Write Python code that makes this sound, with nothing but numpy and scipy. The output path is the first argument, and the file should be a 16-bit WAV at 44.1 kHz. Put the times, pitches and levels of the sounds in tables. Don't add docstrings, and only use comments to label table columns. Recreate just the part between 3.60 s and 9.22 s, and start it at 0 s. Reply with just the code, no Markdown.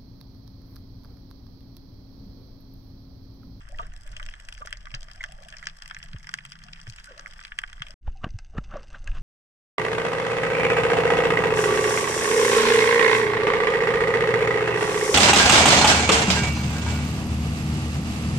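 import sys
import numpy as np
from scipy import signal
from scipy.fft import rfft, irfft, next_fast_len
from scipy.io import wavfile
from scipy.ndimage import uniform_filter1d, map_coordinates

SR = 44100
rng = np.random.default_rng(int(sys.argv[2]) if len(sys.argv) > 2 else 0)


def store_wav(level_fs):
    pcm = np.round(np.clip(np.atleast_2d(level_fs), -1, 1) * 32767)
    wavfile.write(sys.argv[1], SR, pcm.T.astype(np.int16))


N = 247842
SHORT = 8192
TIME, AGE = np.arange(N) / SR, np.arange(SHORT) / SR
HZ = np.fft.rfftfreq(SHORT, 1 / SR)
CUT_S, RESUME_S = 4.342, 4.411
LEAD_S = 0.003

# f/Hz, left lag/rad
PORT_LAG = [(560, 0), (700, 1.3), (880, 3.8), (1200, 4), (1480, 1), (2120, .6), (2700, 3), (3300, 1.4),
            (4550, 3.1), (5150, 4.4), (5650, 7.8), (7500, 6.8), (8600, 5.3), (14000, 7)]
# f/Hz, relative level/dB
RUMBLE_SPECTRUM = [(10, -5), (20, 6.5), (28, -2.5), (45, -2.5), (65, -18), (100, -15.5), (150, -27),
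                   (220, -33.5), (400, -43.5), (900, -80.5), (2000, -120)]


def amp(db):
    return 10 ** (np.asarray(db) / 20)


def unit(x):
    return x / np.sqrt(np.mean(x ** 2) + 1e-20)


def along(points, hz):
    f, values = np.transpose(points)
    return np.interp(np.log(hz + 1), np.log(f + 1), values)


def level(rows):
    return amp(np.interp(TIME, *np.transpose(rows)))


def wobble(rate):
    return map_coordinates(rng.standard_normal(int(N * rate / SR) + 4), [TIME * rate])


def swell(start, end, rise, fall):
    return np.exp(-np.maximum(np.maximum((start - TIME) / rise, (TIME - end) / fall), 0))


def filtered(x, response):
    size = next_fast_len(N + SHORT)
    return irfft(rfft(x, size) * response(np.fft.rfftfreq(size, 1 / SR)), size)[..., :N]


def noise(spectrum):
    return unit(filtered(rng.standard_normal(N), lambda hz: amp(along(spectrum, hz))))


def treble(db, corner_hz=3900):
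    return amp(db * (1 - 1 / (1 + (HZ / corner_hz) ** 4)))


def add(track, s, sound):
    part = track[..., max(round(s * SR), 0):][..., :sound.shape[-1]]
    part += sound[..., :part.shape[-1]]


def burst(spectrum):
    click = np.roll(irfft(spectrum), round(LEAD_S * SR), axis=1)
    return click / np.sqrt(uniform_filter1d(click.mean(0) ** 2, size=88).max())


def resonances(hz, width, db):
    peaks = amp(db) / (1 + (2 * (HZ[:, None] - hz) / width) ** 2)
    cepstrum = irfft(np.log(np.linalg.norm(peaks, axis=1) + 1e-6))
    cepstrum[1:SHORT // 2] *= 2
    cepstrum[SHORT // 2 + 1:] = 0
    return np.exp(rfft(cepstrum))


def stereo_case():
    # f/Hz, width/Hz, left level/dB, right level/dB
    case_modes = [(560, 200, -50.5, -14.5), (713, 86, 0, -4), (868, 157, -0.5, 1.5), (1192, 70, 9, 2),
                  (1477, 740, 2, 4.5), (1710, 190, -1.5, 7), (1965, 320, -12.5, 4), (2715, 880, -3.5, -8.5),
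                  (3220, 100, -3, -27), (3242, 340, -8, -6.5), (3960, 870, -18, -41.5),
                  (4660, 430, -27, -15), (5150, 930, -8, -45), (6230, 820, -24, -16),
                  (7810, 800, -20.5, -17.5), (8280, 2400, -27.5, -28), (10360, 1900, -29.5, -63),
                  (13000, 2100, -40, -42)]
    hz, width, left_db, right_db = np.transpose(case_modes)
    right = resonances(hz, width, right_db)
    left_phase = np.angle(right) - along(PORT_LAG, HZ)
    left = abs(resonances(hz, width, left_db)) * np.exp(1j * left_phase)
    return np.array([left, right])


def muffled_case():
    # f/Hz, width/Hz, level/dB
    muffled_modes = [(580, 300, -18), (766, 280, 5), (1290, 180, -2.5), (1560, 280, 3), (2060, 230, -0.5),
                     (2620, 310, -4), (2810, 390, -4), (3630, 690, -13.5), (4830, 1700, -16.5),
                     (6130, 670, -13.5), (7700, 1260, -23), (9340, 940, -33)]
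    return np.tile(resonances(*np.transpose(muffled_modes)), (2, 1))


def out_of_step(x):
    return filtered(x, lambda hz: np.exp(np.outer([-1j, 0], along(PORT_LAG, hz))))


def babble(centre_hz, octaves, cycles, count, rise=0.1):
    when, pitch, size = rng.random((count, 3)).T[..., None]
    turns = centre_hz * 2 ** (octaves * (pitch - .5)) * AGE[:SHORT // 8]
    life = turns / cycles
    loudness = -np.log(size) * life * np.exp(-4 * life)
    rings = loudness * np.sin(2 * np.pi * turns * (1 + rise * life))
    where = (when * N).astype(int) + np.arange(turns.shape[1])
    return unit(np.bincount(where.ravel(), rings.ravel(), N)[:N])


def gentle_flow(surge_db=1, surges_per_s=7.2):
    # t/s, level/dB
    flow_levels = [(0, -43.5), (0.25, -34), (0.4, -45), (0.51, -39.5), (0.9, -43), (1.1, -42.5),
                   (1.3, -42.5), (1.7, -43), (2.15, -51), (2.5, -43.5), (2.85, -53.5), (3.3, -47),
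                   (3.85, -50.5), (4.2, -44), (4.33, -47.5)]
    eddies = amp(-19) * np.outer([1, -1], noise(RUMBLE_SPECTRUM))
    surges = amp(surge_db * wobble(surges_per_s))
    return surges * level(flow_levels) * (noise(RUMBLE_SPECTRUM) + eddies)


def strong_flow(boost_db=2):
    # t/s, level before the boost/dB
    flow_levels = [(4.43, -32.5), (4.5, -35.5), (4.57, -42.5), (4.72, -36), (4.83, -48), (5.0, -39.5),
                   (5.4, -40.5), (5.52, -37), (5.62, -28.5)]
    return amp(boost_db) * level(flow_levels) * noise(RUMBLE_SPECTRUM)


def drone(swell_db=-56, bed_db=-73.5, waver_db=3.5):
    # f/Hz, relative level/dB
    hum_spectrum = [(40, -92), (120, -8.5), (162, -2), (200, -10.5), (300, -36), (450, -46), (900, -61),
                    (2000, -120)]
    crest = amp(swell_db) * swell(start=2.47, end=3.09, rise=0.61, fall=0.45)
    waver = amp(waver_db * wobble(rate=11))
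    hum = noise(hum_spectrum) + np.outer([.2, -.2], noise(hum_spectrum))
    return np.hypot(amp(bed_db), crest) * waver * hum


def gurgles():
    # t of crest/s, level/dB, rise/s, fall/s
    gurgle_rows = [(0.25, -63, 0.12, 0.7), (1.8, -56.5, 0.26, 0.16), (4.3, -59.5, 0.056, 0.029)]
    stirring = sum(amp(db) * swell(s, s, rise, fall) for s, db, rise, fall in gurgle_rows)
    return out_of_step(stirring * babble(centre_hz=645, octaves=0.51, cycles=14, count=1600))


def sloshes(spray=3, sputter_db=2.2):
    # t of crest/s, level/dB, rise/s, fall/s, tilt to the highs/(dB per octave)
    slosh_rows = [(0.2, -46.5, 0.0049, 0.017, 10.5), (0.229, -45, 0.0063, 0.021, 7),
                  (0.290, -54, 0.016, 0.01, -24), (0.531, -51.5, 0.0089, 0.039, 6.5),
                  (1.02, -38, 0.0038, 0.0015, 4.5), (1.054, -46.5, 0.004, 0.0067, 9),
                  (1.342, -38, 0.00076, 0.016, 8), (1.61, -44, 0.0032, 0.011, 10.5),
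                  (2.547, -41, 0.001, 0.0023, -8), (3.273, -44, 0.00098, 0.0035, -2),
                  (3.388, -49.5, 0.024, 0.032, 14), (3.485, -51.5, 0.0059, 0.091, 6.5),
                  (3.632, -55, 0.068, 0.047, 3.5), (4.474, -48.5, 0.0076, 0.014, 5.5),
                  (4.644, -26.5, 0.0035, 0.0024, 3), (4.668, -42, 0.018, 0.008, 0),
                  (4.956, -40, 0.0089, 0.025, -2.5), (4.983, -36.5, 0.0024, 0.0028, 7),
                  (5.146, -38, 0.022, 0.038, 1.5), (5.353, -41.5, 0.018, 0.016, 5.5),
                  (5.483, -49, 0.02, 0.013, 3), (5.572, -44.5, 0.019, 0.0098, 6.5)]
    # f/Hz, relative level/dB
    splash_spectrum = [(60, -1.5), (200, 10.5), (400, -10.5), (570, 0.5), (920, -7), (1210, 0),
                       (1420, -3.5), (1620, -4), (2300, -21), (2700, -13), (4200, -32.5), (7000, -43.5),
                       (12000, -84)]
    out = np.zeros(N)
    froth = babble(centre_hz=970, octaves=3.105, cycles=12.2, count=3000)
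    froth += spray * rng.standard_normal(N)
    froth *= amp(sputter_db * wobble(rate=170))
    for s, db, rise, fall, tilt in slosh_rows:
        colour = lambda hz: amp(along(splash_spectrum, hz) + tilt * np.log2(np.maximum(hz, 200) / 1000))
        shape = swell(s, s, rise, fall)
        slosh = shape * filtered(froth, colour)
        out += amp(db) * slosh * np.linalg.norm(shape) / np.linalg.norm(slosh)
    return out


def thumps(waver_octaves=0.11, rough_db=1.5):
    # t/s, f/Hz, peak level/dB, time to fade 60 dB/s, attack/s, glide/(octaves per s)
    push_rows = [(1.337, 115, -34.5, 0.086, 0.0041, 3), (2.531, 203, -33, 0.084, 0.041, -46.5),
                 (3.273, 109.4, -31, 0.073, 0.02, -2.5), (4.204, 125, -35, 0.045, 0.0081, -3),
                 (4.477, 53.4, -20.5, 0.069, 0.0017, 1.5), (4.643, 133, -21, 0.027, 0.00028, -75),
                 (4.666, 189, -24, 0.0084, 0.0021, -26), (4.74, 96, -27.5, 0.063, 0.0077, -4),
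                 (4.967, 44, -24, 0.16, 0.0038, -3), (4.984, 177, -18, 0.029, 0.00027, -42),
                 (5.492, 29, -20, 0.3, 0.0039, 0)]
    out = np.zeros(N)
    bend, tremble = wobble(130), wobble(170)
    for s, hz, db, t60, attack, glide in push_rows:
        now = slice(round(s * SR), round(s * SR) + SHORT)
        age = AGE[:len(bend[now])]
        pitch_hz = hz * 2 ** (glide * age + waver_octaves * bend[now])
        loudness = amp(rough_db * tremble[now] - 60 * age / t60) * (1 - np.exp(-age / attack)) ** 2
        swing = loudness * np.sin(2 * np.pi * np.cumsum(pitch_hz) / SR)
        add(out, s, amp(db) * swing / abs(swing).max())
    return out


def bubbles(gain_db=-4.5, attack_s=0.00048, waver=0.042, rough_db=3):
    # t/s, f/Hz, relative level/dB, time to fade 60 dB/s, glide/(octaves per s)
    bubble_rows = [(0.095, 579, -51, 0.72, 0.5), (0.125, 690, -40, 0.14, 9), (0.146, 1860, -33, 0.022, 2),
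                   (0.195, 678, -31, 0.11, 3), (0.195, 966, -24, 0.056, -4), (0.195, 1190, -20, 0.098, 3.5),
                   (1.021, 1260, -19, 0.041, -10), (1.051, 660, -34.5, 0.027, -21),
                   (1.15, 2080, -38, 0.032, -6), (1.607, 2024, -21.5, 0.058, -1),
                   (1.64, 1440, -18.5, 0.017, -2), (1.937, 1760, -29, 0.018, 11),
                   (2.439, 702, -45.5, 0.064, -2), (2.6, 2070, -40, 0.033, 3), (2.667, 906, -41.5, .06, 10),
                   (3.055, 720, -47, 0.16, 0), (3.474, 1455, -35.5, 0.12, 7.5),
                   (3.509, 560, -35.5, 0.082, -13.5), (3.547, 1740, -53, 0.049, -2),
                   (3.597, 574, -42, 0.038, -11), (4.554, 804, -48.5, 0.17, -2.5),
                   (4.478, 840, -29.5, 0.017, -5), (4.642, 1207, -18, 0.028, -10),
                   (4.642, 1570, -20.5, 0.021, -11), (4.6419, 2930, -18, 0.01, -24),
                   (4.643, 626, -24, 0.0082, -32), (4.9813, 1680, -17.5, 0.0056, -18),
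                   (4.984, 1233, -23.5, 0.028, 4), (5.156, 569, -25.5, 0.11, -4.5),
                   (5.473, 2655, -31.5, 0.017, -15), (5.477, 1630, -29, 0.032, 0)]
    out = np.zeros(N)
    bend, tremble = wobble(250), wobble(300)
    for s, hz, db, t60, glide in bubble_rows:
        now = slice(round(s * SR), round(s * SR) + SHORT)
        age = AGE[:len(bend[now])]
        pitch_hz = hz * 2 ** (glide * age) * (1 + waver * bend[now])
        fade = amp(db + gain_db + rough_db * tremble[now] - 60 * age / t60)
        onset = 1 - np.exp(-age / attack_s)
        add(out, s, onset * fade * np.sin(2 * np.pi * np.cumsum(pitch_hz) / SR))
    return out


def snap(case, smear_db, gap_s=0.00034, claw=0.48, low_cut_hz=1300, vary_db=2.5):
    scatter = rng.standard_normal(SHORT) + 1.02 * rng.standard_normal((2, SHORT))
    echoes = np.zeros((2, SHORT))
    shelter_db = rng.uniform(-5, 3)
    for db, t60 in (-9, 0.02), (-21, 0.12):
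        tail = scatter * amp(-60 * AGE / t60) * (1 - np.exp(-AGE / 0.012)) ** 2
        echoes += amp(db + shelter_db) * tail / np.linalg.norm(tail[0])
    delays = gap_s * np.cumsum([0, *rng.uniform(.3, 1.7, 2)])
    spike = np.array([claw, 1, -claw]) @ np.exp(-2j * np.pi * delays[:, None] * HZ)
    smear = scatter * amp(-60 * AGE / 0.009) * (1 - np.exp(-AGE / 0.00049))
    smear /= np.linalg.norm(smear[0])
    direct = (spike + amp(smear_db) * rfft(smear)) / np.hypot(1, amp(smear_db))
    log_pitches = np.linspace(np.log(1500), np.log(8000), 9)
    favour = amp(vary_db * np.interp(np.log(HZ + 1), log_pitches, rng.standard_normal(9)))
    low_cut = 1 / np.sqrt(1 + (low_cut_hz / (HZ + 1)) ** 6)
    return (direct + rfft(echoes) * treble(-8)) * favour * case * low_cut


def colony(case, count, tick_db, low_hz, high_hz, fizz_bright_db, fizz_db=-8, db_per_octave=-2):
    ticks = np.zeros((2, N))
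    for when, size, cavity in rng.random((count, 3)):
        size_db = 4.5 * min(-np.log(size), 2.3)
        pitch_hz = low_hz * (high_hz / low_hz) ** cavity
        band = 1 / np.sqrt(1 + (1.21 * np.log2((HZ + 1) / pitch_hz)) ** 6)
        gain = amp(tick_db + size_db + db_per_octave * np.log2(pitch_hz / low_hz))
        add(ticks, when * N / SR, gain * burst(snap(case * band, smear_db=10)))
    spikes = rng.standard_normal(N) * (rng.random(N) < 1500 / SR)
    distant = unit(spikes) + 0.79 * rng.standard_normal((2, N))
    ring = np.roll(irfft(case * treble(fizz_bright_db)), SR // 1000, axis=1)
    fizz = signal.fftconvolve(distant, ring, axes=1)[:, :N]
    return ticks + amp(fizz_db + 1.3 * wobble(5.07)) * fizz / fizz.mean(0).std()


def near_shrimp(case, start, end, gain_db=-1.5, close_db=-37.5, rise_s=0.0005):
    # t/s, then relative level/dB in each of four bands, from low to high
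    snap_rows = [(0.0875, -52.5, -56.5, -55, -55), (0.1862, -45, -40.5, -51.5, -63),
                 (0.2666, -49, -77, -55.5, -58), (0.3361, -49, -60.5, -56, -58),
                 (0.3633, -53.0, -54, -56, -57), (0.375, -64, -69.0, -66, -58),
                 (0.475, -48.0, -54, -70, -51.5), (0.5213, -64, -75.0, -53, -63.5),
                 (0.5658, -43, -42.5, -45.5, -52), (0.5976, -37, -51.0, -53, -56.5),
                 (0.628, -42, -41, -54, -56), (0.6625, -42, -44.5, -50, -49),
                 (0.6871, -39.5, -42, -49, -64), (0.738, -39.5, -44, -55, -62),
                 (0.7997, -66, -52, -54.0, -52.5), (0.8494, -61, -66, -50.5, -58),
                 (0.8865, -37.5, -40, -47, -45.5), (0.9247, -46, -40, -46.5, -51),
                 (0.9368, -66.0, -68.5, -57, -57), (0.949, -55, -48.5, -50, -65),
                 (0.9771, -43, -55, -48.5, -68.5), (0.9853, -67.5, -63.5, -55.0, -60),
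                 (1.0585, -53, -50, -46.5, -48), (1.0728, -33, -47.5, -41, -60),
                 (1.1065, -45, -52.5, -65, -51), (1.127, -29, -32.5, -38.5, -43),
                 (1.17, -52, -66, -46.5, -65.0), (1.255, -42.5, -48, -49.5, -65),
                 (1.2698, -38, -59, -68, -83.5), (1.3047, -57, -48, -57.0, -72),
                 (1.315, -48, -57.0, -53, -64), (1.341, -40.5, -37, -44, -65), (1.3473, -50, -56, -34, -52),
                 (1.4068, -73, -57, -47, -58), (1.4293, -48, -47.5, -44.5, -56),
                 (1.4392, -70, -70, -63, -69), (1.4841, -47, -55, -52.0, -71),
                 (1.5136, -46, -54, -46.5, -58), (1.533, -69, -72, -49, -60.0),
                 (1.5584, -61, -66, -49, -60), (1.6293, -46, -61, -50.5, -57),
                 (1.6389, -26.5, -36, -38.5, -45.5), (1.7205, -52, -48.5, -50, -48),
                 (1.8225, -70, -80, -51, -60), (1.8342, -58.5, -59, -55, -58.0),
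                 (1.885, -44, -46.5, -50, -49), (1.9018, -59.5, -63.0, -50.0, -62.5),
                 (1.9244, -42.5, -47.5, -55.5, -60.0), (1.9676, -45.5, -48, -41, -60),
                 (1.9835, -54, -64, -44.5, -63), (2.027, -35.5, -61, -53, -58),
                 (2.036, -43.5, -52.0, -62.5, -68.0), (2.0412, -48, -56.0, -56.0, -59.0),
                 (2.056, -50, -50, -45, -64), (2.07, -25.5, -34.5, -30, -54), (2.0853, -45, -45, -49, -61),
                 (2.0967, -54, -47, -50, -69.5), (2.1693, -71, -69, -54, -55.5),
                 (2.186, -54, -68, -49, -65), (2.2211, -40.5, -40, -40.5, -50.0),
                 (2.2333, -69, -72.0, -58, -61), (2.258, -42.5, -48, -49, -54),
                 (2.2768, -52, -48, -50.5, -49.5), (2.2984, -48.5, -46, -53, -60),
                 (2.3104, -31.5, -39.5, -46.5, -61), (2.346, -40, -44, -43, -62),
                 (2.366, -32, -47.5, -60.5, -59), (2.3867, -60, -59, -55, -49.5),
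                 (2.4279, -52, -46, -42, -64), (2.4381, -45, -61.0, -66, -51),
                 (2.4486, -65, -59, -57, -61.5), (2.486, -52.5, -58, -55, -70),
                 (2.5314, -44.5, -45.0, -50.5, -65), (2.562, -45, -48.5, -64, -69),
                 (2.629, -52.5, -58.0, -50.0, -60.5), (2.6427, -48, -56.0, -58, -65.5),
                 (2.6701, -37.5, -48.0, -43.5, -53), (2.6914, -35.5, -43, -39, -53),
                 (2.7149, -49.5, -52, -58, -59), (2.7395, -23, -32.5, -32, -38),
                 (2.775, -69, -56, -53.0, -62.0), (2.7863, -35.5, -38, -50, -66),
                 (2.8507, -42.5, -43.5, -51, -45), (2.861, -68, -56.0, -52, -62.5),
                 (2.893, -60, -65, -55, -61.5), (2.8993, -68, -59, -56, -65),
                 (2.9196, -44.5, -42, -39, -55), (2.9543, -44.5, -51, -54, -79.5),
                 (3.0366, -47.5, -58, -45, -61), (3.0647, -65.0, -59, -58.5, -68),
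                 (3.0839, -46, -49.5, -54, -71), (3.1322, -49, -44, -43.5, -72),
                 (3.1585, -66, -48, -58.0, -67), (3.1922, -49, -54, -71, -75),
                 (3.214, -46.5, -65, -45.0, -60.5), (3.2684, -40.5, -53.0, -54, -69.5),
                 (3.2763, -50.0, -51.0, -47.0, -58.0), (3.298, -54.5, -49, -41.0, -49),
                 (3.323, -54, -49, -51.0, -68), (3.333, -59, -54, -55, -59.5),
                 (3.3608, -53, -53, -51.0, -50.0), (3.384, -46, -48, -65, -67),
                 (3.3989, -51, -53.0, -54.0, -70), (3.4416, -49, -52, -49.5, -47.0),
                 (3.4572, -50, -65.0, -54, -52), (3.5773, -49.5, -49, -46, -59),
                 (3.5943, -38.5, -48.5, -41.5, -65.0), (3.6085, -48, -54, -56.0, -58.5),
                 (3.66, -30, -49, -55, -60), (3.6689, -43.5, -55.0, -53, -66),
                 (3.7232, -49.0, -52.5, -61, -72), (3.7354, -55, -57, -52, -59),
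                 (3.7807, -60, -71, -53, -59), (3.7918, -40, -49.0, -62.0, -65),
                 (3.8121, -44.5, -50, -64, -71), (3.8258, -61, -57, -53.0, -68.5),
                 (3.8365, -47, -50, -49, -61.0), (3.85, -38.5, -36, -46.5, -57.0),
                 (3.9197, -31, -42.5, -65, -72), (3.9878, -24, -27, -36.5, -37),
                 (4.016, -43.5, -61, -56.5, -55), (4.0372, -25, -36, -59, -68),
                 (4.0977, -50, -52, -53, -63), (4.129, -40, -44, -52, -53.5),
                 (4.2206, -30, -31.5, -42, -54), (4.267, -52, -40, -66, -60.0),
                 (4.2834, -52, -48, -51, -59), (4.3063, -50.5, -51, -42.5, -54.5),
                 (4.571, -82, -63.5, -58.5, -91), (4.689, -59, -58.5, -59.0, -78.0),
                 (4.7051, -77, -61, -50, -78), (4.7875, -44.5, -46.5, -43.5, -57.5),
                 (4.8465, -61.5, -57.5, -54.5, -79), (5.04, -55, -56, -54.0, -71.0),
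                 (5.168, -62.0, -67, -49.5, -75), (5.23, -58.0, -54, -51, -68), (5.302, -57, -54, -55, -66),
                 (5.442, -61, -72.0, -54.0, -55.5), (5.4746, -38.5, -35, -45, -52.5),
                 (5.5165, -49.0, -43.5, -77, -66)]
    band_edges = [2300, 3900, 7000]
    out = np.zeros((2, N))
    below = 1 / (1 + (HZ / np.array(band_edges)[:, None]) ** 16)
    bands = np.diff(below, axis=0, prepend=0, append=1)
    for s, *band_db in snap_rows:
        if start < s < end:
            heard = snap(case, smear_db=1.1 * (close_db - max(band_db)))
            click = sum(amp(gain_db + db) * burst(heard * band) for db, band in zip(band_db, bands))
            add(out, s + rise_s - LEAD_S, click)
    return out


def first_shot(reef_db=-53, dip_db=2, reach_s=0.86):
    case = stereo_case()
    nearness = amp(reef_db - dip_db * np.exp(-TIME / reach_s))
    crackle = colony(case, count=420, tick_db=-3.5, low_hz=1530, high_hz=11500, fizz_bright_db=9.5)
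    return nearness * crackle + gentle_flow() + drone() + gurgles() + near_shrimp(case, 0, CUT_S)


def second_shot(reef_db=-66, approach_db_per_s=9):
    case = muffled_case()
    nearness = amp(reef_db + approach_db_per_s * (TIME - RESUME_S))
    crackle = colony(case, count=380, tick_db=-4, low_hz=3000, high_hz=7500, fizz_bright_db=11)
    return strong_flow() + (nearness * crackle + near_shrimp(case, RESUME_S, N / SR)).mean(0)


def scene():
    water = bubbles() + thumps() + sloshes()
    fade_out = np.clip((CUT_S - TIME) / 0.00086, 0, 1)
    fade_in = np.clip((TIME - RESUME_S) / 0.067, 0, 1)
    return fade_out * (first_shot() + out_of_step(water)) + fade_in * (second_shot() + water)


def record(dry):
    return filtered(dry, lambda hz: 1 / (1 + (hz / 14500) ** 60))


dry = scene()
out = record(dry)
store_wav(out)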